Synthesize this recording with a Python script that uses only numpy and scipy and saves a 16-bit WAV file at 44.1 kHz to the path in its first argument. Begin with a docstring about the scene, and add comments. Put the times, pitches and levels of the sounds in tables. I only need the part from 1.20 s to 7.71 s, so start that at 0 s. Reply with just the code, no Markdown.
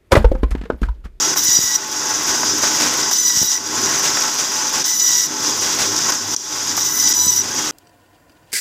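"""A meat band saw runs close to a phone: shaped noise makes frame drone, motor rumble, blade hiss and fizz; a sine hums.
The drone, hiss and fizz swell once per lap of the weld. In frozen meat the noise changes colour and the slowing
teeth whine as flickering harmonics. Noise bursts make cubes knock on the steel table, ticks at the blade and high
spits; chips pop as short air pulses; a thin tone rings late. Machine and whine dip briefly before sudden sounds."""
import sys
import numpy as np
from scipy.fft import rfft, irfft, next_fast_len
from scipy.io import wavfile
from scipy.ndimage import map_coordinates

SR = 44100
rng = np.random.default_rng(int(sys.argv[2]) if len(sys.argv) > 2 else 0)


def to_wav(sig):
    """Store sig (one row per channel, or 1-D mono) as 16-bit WAV at the path in sys.argv[1].

    Samples outside -1..1 are clipped; the rate is SR.
    """
    pcm = np.clip(np.atleast_2d(sig), -1, 1) * 32767
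    pcm = np.round(pcm).astype(np.int16)
    wavfile.write(sys.argv[1], SR, pcm.T)  # frames by channels


N = 287091

# pushes of meat into the blade: start/s, end/s
CUTS = [(.16, .58), (1.91, 2.38), (3.64, 4.07), (5.56, 5.93), (5.935, 6.22)]
# running machine: t/s, base level/dB; relative to it: rumble/dB, hum/dB, hiss and fizz/dB
RUN = [(0, -28, -6, -24, 1), (.17, -27.5, -5, -29, -0.5), (.23, -34.5, -2.5, -8, 0),
       (.6, -35, -5, -15, -1.5), (.9, -28.5, -7.5, -18, -1), (1.3, -28.5, -4, -10, 0),
       (1.9, -27.5, -6.5, -33, -1.5), (1.97, -37, -0.5, -27, 0), (2.42, -37, -4, -16, 0),
       (2.56, -27.5, -2, -6.5, -1), (2.98, -27, -8, -22, -0.28), (3.17, -30.5, -10.5, -23, 0),
       (3.62, -30, -5, -31, 0.5), (3.68, -36.5, -3, -16, 5), (4.1, -37, -0.5, -14, -0.5),
       (4.22, -29.5, -4, -13, -0.5), (4.3, -30, -4, -13, 3), (4.37, -29.5, -7, -13, -0.5),
       (4.55, -29.5, -5, -18, 0.5), (4.72, -30.5, -2, 0, 0.5), (4.8, -29.5, -4.5, -14, 1),
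       (4.9, -23, -10, -20, -2), (4.97, -33.5, -7, -16, 1), (5.06, -32.5, -6, -5, 0),
       (5.14, -31.5, -2.5, -10, 3.5), (5.19, -35, -8.5, -22, 1), (5.38, -32.5, -8.5, -9, 1.5),
       (5.55, -31, -3.5, -7, 0), (5.7, -34, -0.5, -10, 2), (6.2, -37.5, 1, -1, 0), (6.36, -30, -4, -11, 0),
       (6.51, -31, -5, -26, -0.58)]
# spectrum of the frame drone: f/Hz, relative level/dB
DRONE_SPECTRUM = [(280, -27.5), (480, -8), (699, -6), (796, -3.5), (860, -2), (1230, -3), (1490, -2.5),
                  (1730, -5.5), (2160, -10), (3000, -9), (3900, -45), (6600, -120)]
# spectrum of the motor rumble: f/Hz, relative level/dB
RUMBLE_SPECTRUM = [(18, -59), (30, -27), (48, -27), (83, -7), (140, -7), (300, -1.5), (388, -1),
                   (560, -10.5), (730, -79), (1230, -120)]
# ringing panels and motor orders: f/Hz, width/Hz, peak over the noise floor/dB
FRAME_PEAKS = [(153.5, 15, 5.5), (248.3, 6.2, 11), (293.4, 2.2, 10.5), (307.7, 5.8, 13), (360, 6.8, 4),
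               (393.8, 9.2, 8.5), (512, 8.5, 2.5), (865.5, 3.7, 16.5), (981, 11, 8.5), (1075, 26, 8),
               (1335, 5.4, 11), (1473, 5.8, 10), (1516, 8.2, 9.5), (1628, 5.1, 11.5), (1907, 53, 5),
               (2030, 8.7, 11)]
# band of the frame that falls quiet under load: f/Hz, width/Hz, share lost
HOLLOW = (460, 350, 0.36)
# hiss of the free blade: f/Hz, relative level/dB
HISS_SPECTRUM = [(1180, -43), (2000, -35), (2140, -23), (2440, -24.5), (3260, -11.5), (3370, -13),
                 (4180, -12.5), (4830, -5), (6090, 2), (7290, -6), (9110, -22), (9930, -20), (11100, -22.5),
                 (14900, -20), (15500, -36)]
# blade and guide resonances: f/Hz, width/Hz, peak over the noise floor/dB
BLADE_PEAKS = [(2410, 3.9, 19.5), (3293, 9.5, 10), (3474, 18.5, 13), (3807, 81, 7), (4870, 60, 9),
               (5200, 21, 10), (5380, 50, 1.5), (5716, 74, 6.5), (6080, 26, 7.5), (6370, 36, -6),
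               (7100, 40, -3), (6630, 37, 8.5), (7180, 25, 10)]
# fizz of the free blade: f/Hz, relative level/dB
FIZZ_SPECTRUM = [(4710, 1), (8000, -0.5), (9110, -11), (9950, -7), (11100, -12), (14900, -14), (15500, -8)]
# blade in the meat, lower band: f/Hz, relative level/dB
GRIND_SPECTRUM = [(1180, -42), (2000, -16), (2230, -26), (2710, -28.5), (2920, -16.5), (3230, -18.5),
                  (3870, -12), (4310, -20.5), (4830, -8.5), (5900, 0), (9000, -23), (11700, -48),
                  (19800, -120)]
# blade in the meat, upper band: f/Hz, relative level/dB
RASP_SPECTRUM = [(4710, -28), (8000, -8), (8390, -23), (9320, -14), (9630, -5.5), (13800, 3.5), (14900, 8),
                 (15500, -3)]
# one list per push: t/s, grind/dB, rasp/dB, grip on the teeth/dB, lift of the second harmonic/dB
BITE = [
    [(0.16, -19, -36, -2, 0), (0.174, -12.5, -24, -6, 2), (0.208, -17, -29, -6, -5),
     (0.29, -12.5, -28.5, -0.5, 0), (0.422, -17, -32, 0, 2), (0.432, -15, -29, -1.5, 3),
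     (0.518, -18, -36, -3, 14.5), (0.56, -14.5, -32, -2, 6), (0.58, -31, -42, 0, 0)],
    [(1.91, -13, -27, -9, -14), (2.0, -19, -30, 7, 0), (2.018, -18, -34, 1, -2), (2.092, -16, -28, 3, 6.5),
     (2.134, -19, -36, 0.5, 2), (2.17, -13, -29.5, -4.5, 0), (2.292, -19, -31.5, 0, 6),
     (2.328, -13, -32, -6, -4), (2.38, -23.5, -41, -1, 16)],
    [(3.64, -16, -38, -4, 0), (3.658, -14.5, -29, -4, 7), (3.736, -19, -31.5, 0.5, 7),
     (3.786, -23, -30, 0, 0), (3.804, -13.5, -33, 4, -12), (3.838, -19.5, -29, 3, 4),
     (3.898, -14.5, -30.5, -0.5, 2), (4.032, -16, -32, -3.5, 6.5), (4.07, -20, -36, -7, 14)],
    [(5.56, -23, -37, 0, 0), (5.57, -15, -29, 6, 0), (5.602, -15.5, -33, -4, -7),
     (5.748, -21.5, -28, -2.5, 12), (5.798, -16.5, -24.5, -3.5, 6), (5.876, -14, -30, -2.5, 3),
     (5.894, -15.5, -25, 0, 0), (5.926, -13, -30, -2, 7), (5.93, -13, -31, 0, 5)],
    [(5.935, -12, -32, 0, 0), (5.951, -15.5, -30, 1, 0), (5.965, -19.5, -29.5, 9, -11),
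     (6.093, -17.5, -27.5, 4.5, -14), (6.111, -20, -29, 3.5, 0), (6.177, -16.5, -29.5, -2.5, -6),
     (6.189, -20.5, -32, 0, 0), (6.211, -21.5, -33, 2, -3), (6.22, -24, -43, 0, 0)],
]
# swell scale per lap: drone/dB, hiss/dB, fizz/dB
LAP_DB = (1.5, 2.5, 6)
# size of each lap's swell, in order: factor
LAP_SIZES = [0.79, 0.47, 0.74, 0.77, 0.92, 0.47, 1.16, 0.78, 1.4, 1.12, 0.9, 0.78, 1.4, 1.3, 0.29, 0.66,
             0.96, 0.93, 1.04, 0.85, 1.1, 0.47, 1.2, 1.2, 0.7, 0.97, 1.06, 0.53, 0.71, 0.6, 0.45, .9, 0.7,
             1.6, 0.47, 1, 0.78]
# whine: multiple of the tooth rate, relative level/dB
HARMONICS = [(1, -27.5), (2, -18), (3, -28), (4, -13.5), (5, -8), (6, 4), (7, -3), (8, -12), (9, -21.5),
             (10, -19.5), (11, -21.5), (12, -18.5), (13, -21), (14, -30), (15, -16)]
# load on the teeth, per push: entry f/Hz, loaded f/Hz, time to half the loss/s, rise time constant/s,
# lift of the fundamental/dB, of the fifth and seventh/dB, of the eighth/dB
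SAG = [(996, 971, .11, .05, 0, 0, 0), (1002, 975, .15, .05, 0, -1, 0), (999, 975, .17, .02, 0, 0, -2),
       (1000, 973, .29, .06, 4, 0, -3), (987, 972, .23, .012, 8, -7, 5)]
# cubes on the table: t/s, relative level/dB
KNOCKS = [(0.16, -10), (1.232, -3.5), (1.398, -13), (1.435, -4), (1.44, -6), (1.913, -11), (2.099, -14),
          (2.672, -21), (2.971, -2), (3.844, -26), (4.429, -15), (4.921, -11), (5.135, -33), (5.577, -7.5),
          (5.585, -16)]
# resonances of the steel table: f/Hz, width/Hz, level/dB
TABLE_MODES = [(610, 610, -5.5), (1200, 680, 2.5), (1440, 480, 3.5), (2580, 1700, -17)]
# sharp ticks at the blade: t/s, relative level/dB
TICKS = [(0.5531, -3), (2.66, -6), (2.9305, -5), (3.0234, -3), (3.1988, -4), (3.5497, -4), (4.7643, -1),
         (4.7894, -4), (4.817, -7), (4.9218, -1), (5.1641, 2), (6.1709, -7)]
# spits of scraps at the blade: t/s, relative level/dB
SCRAPS = [(0.1635, -19), (0.2423, -10), (1.9111, -15), (2.0028, -14), (3.6591, -13), (5.5687, -13),
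          (5.7399, -20), (5.9454, -16), (6.0102, -19), (6.0581, -9)]
# weld spit relative to the base level: first guide/dB, second guide/dB
WELD_DB = (9, 10)
# chips near the microphone: t/s, relative level/dB, time constant/ms
POPS = [(0.287, -21, 1.3), (0.389, -16, 0.85), (0.439, -26, 1.7), (2.171, -22, 1.3), (2.216, -17, 1.4),
        (2.229, -17, 0.57), (2.247, -26, 1.3), (6.067, -19, 1.3)]
# thin tone after the last cut: t/s, f/Hz, level/dB, t60/s
RING = (6.31, 3275, -33, 2.5)
# dips of machine and whine: start/s, end/s, depth/dB
DIPS = [(.143, .16, -9), (1.9, 1.911, -3), (3.627, 3.642, -8), (4.907, 4.921, -4), (5.148, 5.1645, -19),
        (5.927, 5.937, -4)]

HISS_DB, FIZZ_DB = 8, -6.5  # relative to the base level
FIZZ_GROWS = 1.25  # fizz swings wider than the base level
WHINE_DB, BRIGHT_DB = -6.5, 6.5  # harmonics to the eighth over the grind; higher ones over the rasp
SAG_S = 0.046  # how quickly the tooth rate gives way
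LAP_S, LAP_START_S, GUIDE_GAP_S = .1759, .013, .037
LAP_RISE_S, LAP_FALL_S = 0.0084, 0.084
# after the loudest tick drone, hiss and fizz sink and return
SINK_S, SINK_DB, RECOVER_S = 5.165, (-15, -7, -20), .075
HUM_HZ = 100
LOW_HZ, TOP_HZ, PEAK = 70.5, 15520, .9


def machine():
    """Frame, blade and hum together; meat around the blade recolours hiss and fizz and hollows the frame."""
    level_db, rumble_db, hum_db, hiss_db = curves(RUN)
    drone_moves_db, hiss_moves_db, fizz_moves_db = np.outer(LAP_DB, swell()) + np.outer(SINK_DB, sink())
    buried = sum((seconds() > start) & (seconds() < end) for start, end in CUTS) > 0
    grind, rasp, *_ = bite()
    flutter = wobble(30)  # the blade flutters: hiss and fizz move together
    frame = drone(level_db + drone_moves_db)
    frame += rumble(level_db + rumble_db + 0.4 * drone_moves_db)
    frame -= buried * hollow(frame)
    hiss = np.where(buried, meat_grind(grind), free_hiss(level_db + hiss_db + hiss_moves_db))
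    fizz = np.where(buried, meat_rasp(rasp), free_fizz(level_db, hiss_db + fizz_moves_db))
    blade = amp(0.41 * flutter) * hiss + amp(0.63 * flutter) * fizz
    return frame + blade + hum(level_db + hum_db)


def drone(level_db):
    """Steel frame: rough noise with ringing panel peaks."""
    return amp(level_db + 0.17) * rush(DRONE_SPECTRUM, FRAME_PEAKS, grit_db=1.03)


def rumble(level_db):
    """Motor: low rough noise with the same frame peaks."""
    return amp(level_db + 1.0) * rush(RUMBLE_SPECTRUM, FRAME_PEAKS, grit_db=1.0)


def hollow(frame):
    """The part of the frame sound lost under load: one Gaussian band."""
    centre_hz, width_hz, share = HOLLOW
    return filtered(frame, lambda f: share * np.exp(-((f - centre_hz) / width_hz) ** 2))


def free_hiss(level_db):
    """Free blade rubbing its guides: noise with blade resonances."""
    return amp(level_db + HISS_DB) * rush(HISS_SPECTRUM, BLADE_PEAKS, grit_db=0.5)


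def free_fizz(level_db, moves_db):
    """Airy noise above the hiss, flickering, with widened level swings."""
    mean_db = level_db.mean()
    wide_db = mean_db + FIZZ_GROWS * (level_db - mean_db)
    return amp(wide_db + FIZZ_DB + moves_db + 3.6 * wobble(8)) * rush(FIZZ_SPECTRUM, [], grit_db=2.34)


def meat_grind(gain):
    """Blade in the meat, lower band: rough noise without resonances."""
    return gain * amp(-2.0) * rush(GRIND_SPECTRUM, [], grit_db=1.0)


def meat_rasp(gain):
    """Blade in the meat, upper band: rougher bright noise."""
    return gain * rush(RASP_SPECTRUM, [], grit_db=2.0)


def bite():
    """Gains of grind, rasp, grip and second harmonic, practically silent between pushes."""
    return sum(amp(curves(cut, outside=-120)) for cut in BITE)


def swell():
    """Rise and fall after each pass of the weld."""
    t = seconds() - LAP_START_S
    since = t % LAP_S
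    lap = np.clip(t // LAP_S, 0, len(LAP_SIZES) - 1).astype(int)
    size = np.asarray(LAP_SIZES)[lap]
    return size * (1 - np.exp(-since / LAP_RISE_S)) * np.exp(-since / LAP_FALL_S) * 2


def laps():
    """Times at which the weld meets the second, lower guide."""
    return np.arange(LAP_START_S, N / SR, LAP_S)


def sink():
    """1 just after the loudest tick, dying to 0."""
    since = seconds() - SINK_S
    return (since > 0) * np.exp(-np.abs(since) / RECOVER_S)


def whine(steady=4.5, flicker_rate=70, spread=1.9):
    """Harmonics of the tooth rate; uneven teeth make each flicker in size and phase and smear the high ones."""
    teeth_hz, rise, lifts = tooth_load()
    turn = 2 * np.pi * np.cumsum(teeth_hz * (1 + .005 * wobble(30))) / SR
    grind, rasp, grip, second = bite()
    low = amp(WHINE_DB) * grind * grip * rise
    high = amp(BRIGHT_DB + 2.0 * wobble(14)) * rasp * rise
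    own = {1: lifts[0], 2: second, 5: lifts[1], 7: lifts[1], 8: lifts[2]}
    out = np.zeros(N)
    for k, db in HARMONICS:
        rate = flicker_rate + spread * k ** 2  # knots/s
        uneven = unit(steady / k + wobble(rate) + 1j * wobble(rate))
        gain = high if k > 8 else low * own.get(k, 1) * amp(2 * wobble(14))
        out += amp(db) * gain * np.sqrt(2) * np.real(uneven * np.exp(1j * k * turn))
    return out


def tooth_load():
    """Tooth rate giving way under load, onset of the whine and harmonic lifts; zero between pushes."""
    t, teeth_hz, rise, lifts = seconds(), np.zeros(N), np.zeros(N), np.zeros((3, N))
    for (start, end), (entry_hz, loaded_hz, half_s, rise_s, *lift_db) in zip(CUTS, SAG):
        inside = (t > start) & (t < end)
        speed_left = (1 - np.tanh((t - start - half_s) / SAG_S)) / 2
        teeth_hz += inside * (loaded_hz + (entry_hz - loaded_hz) * speed_left)
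        rise += inside * (1 - np.exp(-np.abs(t - start) / rise_s))
        lifts += np.outer(amp(lift_db), inside)
    return teeth_hz, rise, lifts


def knocks():
    """Frozen cubes: blows and short noise ring the dull modes of the steel table."""
    blows = bursts(KNOCKS, t60_s=.035, noise_db=4.5, blow_db=20.5)
    return filtered(blows, modes(TABLE_MODES))


def ticks():
    """Sharp clicks through the bright band of the blade, applied twice."""
    band = modes([(5860, 1300, 0)])
    clicks = bursts(TICKS, t60_s=.014, noise_db=2.5, blow_db=19)
    return filtered(clicks, lambda f: band(f) ** 2)


def spits():
    """Thin bursts of high hiss: scraps, and the weld at both guides, harder on laps that swell more."""
    band = modes([(11200, 5600, 0)])
    s, level_db, *_ = np.transpose(RUN)
    sunk = sink()
    weld = []
    for lap, size in zip(laps()[1:], LAP_SIZES[1:]):
        for at, db in zip((lap - GUIDE_GAP_S, lap), WELD_DB):
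            base_db = np.interp(at, s, level_db) + SINK_DB[2] * sunk[round(at * SR)]
            weld.append((at, base_db + db + 5 * (size - 1)))
    hits = bursts(SCRAPS + weld, t60_s=0.05, noise_db=-4, blow_db=-3)
    return filtered(hits, lambda f: band(f) ** 2)


def pops():
    """Flying chips: one push of air and its slower rebound."""
    out, t = np.zeros(N + SR), np.arange(SR // 20) / SR
    for s, db, ms in POPS:
        u = t * 1000 / ms
        out[round(s * SR):][:len(t)] += amp(db + 6.5) * u * (1 - u / 2) * np.exp(-u) * np.e
    return out[:N]


def ring():
    """A thin tone of slightly unsteady level, dying away."""
    start, hz, db, t60_s = RING
    since = seconds() - start
    level = amp(db - 60 * np.abs(since) / t60_s + 3 * wobble(25))
    return (since > 0) * level * np.sin(2 * np.pi * hz * since)


def hum(level_db):
    """Mains hum: one sine, unsteady in level and phase."""
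    phase = 2 * np.pi * HUM_HZ * seconds() + 0.42 * wobble(13)
    return amp(level_db + 2.8 * wobble(14)) * np.sin(phase)


def dips():
    """Gain of machine and whine: falls fast, holds, returns at once."""
    t, db = seconds(), np.zeros(N)
    for start, end, depth_db in DIPS:
        db += depth_db * np.clip((t - start) / 0.0027, 0, 1) * (t < end)
    return amp(db)


def rush(spectrum, peaks, grit_db):
    """Noise of rms 1, roughened by grains of contact, with ringing peaks on its spectrum."""
    grains = amp(grit_db * (wobble(400) + wobble(60))) * rng.standard_normal(N)

    def response(f):
        power = 1 + sum(amp(db) ** 2 / (1 + (2 * (f - c) / w) ** 2) for c, w, db in peaks)
        return amp(along(spectrum, f)) * np.sqrt(power)

    return unit(filtered(grains, response))


def bursts(events, t60_s, noise_db, blow_db):
    """A one-sample blow and a short dying rattle of noise at each (t/s, level/dB)."""
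    out, t = np.zeros(N + SR), np.arange(SR // 10) / SR
    for s, db in events:
        out[round(s * SR):][:len(t)] += amp(db + noise_db - 60 * t / t60_s) * rng.standard_normal(len(t))
        out[round(s * SR)] += amp(db + blow_db)
    return out[:N]


def modes(table):
    """Response of a causal sum of resonances with alternating signs."""
    return lambda f: sum((-1) ** k * amp(db) * 1j * f * w / (c * c - f * f + 1j * f * w)
                         for k, (c, w, db) in enumerate(table))


def filtered(x, response):
    """x times a complex response of frequency."""
    m = next_fast_len(N + SR // 2)
    return irfft(rfft(x, m) * response(np.fft.rfftfreq(m, 1 / SR)), m)[..., :N]


def wobble(rate):
    """A smooth random curve, rate knots a second."""
    return map_coordinates(rng.standard_normal(int(N * rate / SR) + 4), [np.arange(N) * rate / SR])


def curves(rows, outside=None):
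    """One value per sample for each column after the time."""
    s, *cols = np.transpose(rows)
    return np.array([np.interp(seconds(), s, c, outside, outside) for c in cols])


def along(points, hz):
    """Interpolates (f/Hz, value) points on a log axis."""
    f, v = np.transpose(points)
    return np.interp(np.log(hz + 1), np.log(f + 1), v)


def seconds():
    """Time of each sample."""
    return np.arange(N) / SR


def amp(db):
    """dB to amplitude."""
    return 10 ** (np.asarray(db) / 20)


def unit(x):
    """Scales x to rms 1."""
    return x / np.sqrt(np.mean(np.abs(x) ** 2) + 1e-20)


def scene():
    """Dipped machine and whine, plus the undipped single sounds."""
    saw = (machine() + whine()) * dips()
    return (saw + knocks() + ticks() + spits() + pops() + ring())[None]


def record(dry):
    """The phone drops the deep bass, rounds the highest peaks and keeps nothing above its band limit."""
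    thin = filtered(dry, lambda hz: (1j * hz / (1j * hz + LOW_HZ)) ** 2)
    rounded = thin / (1 + np.abs(thin / PEAK) ** 6) ** (1 / 6)
    return filtered(rounded, lambda hz: hz < TOP_HZ)


dry = scene()
out = record(dry)
to_wav(out)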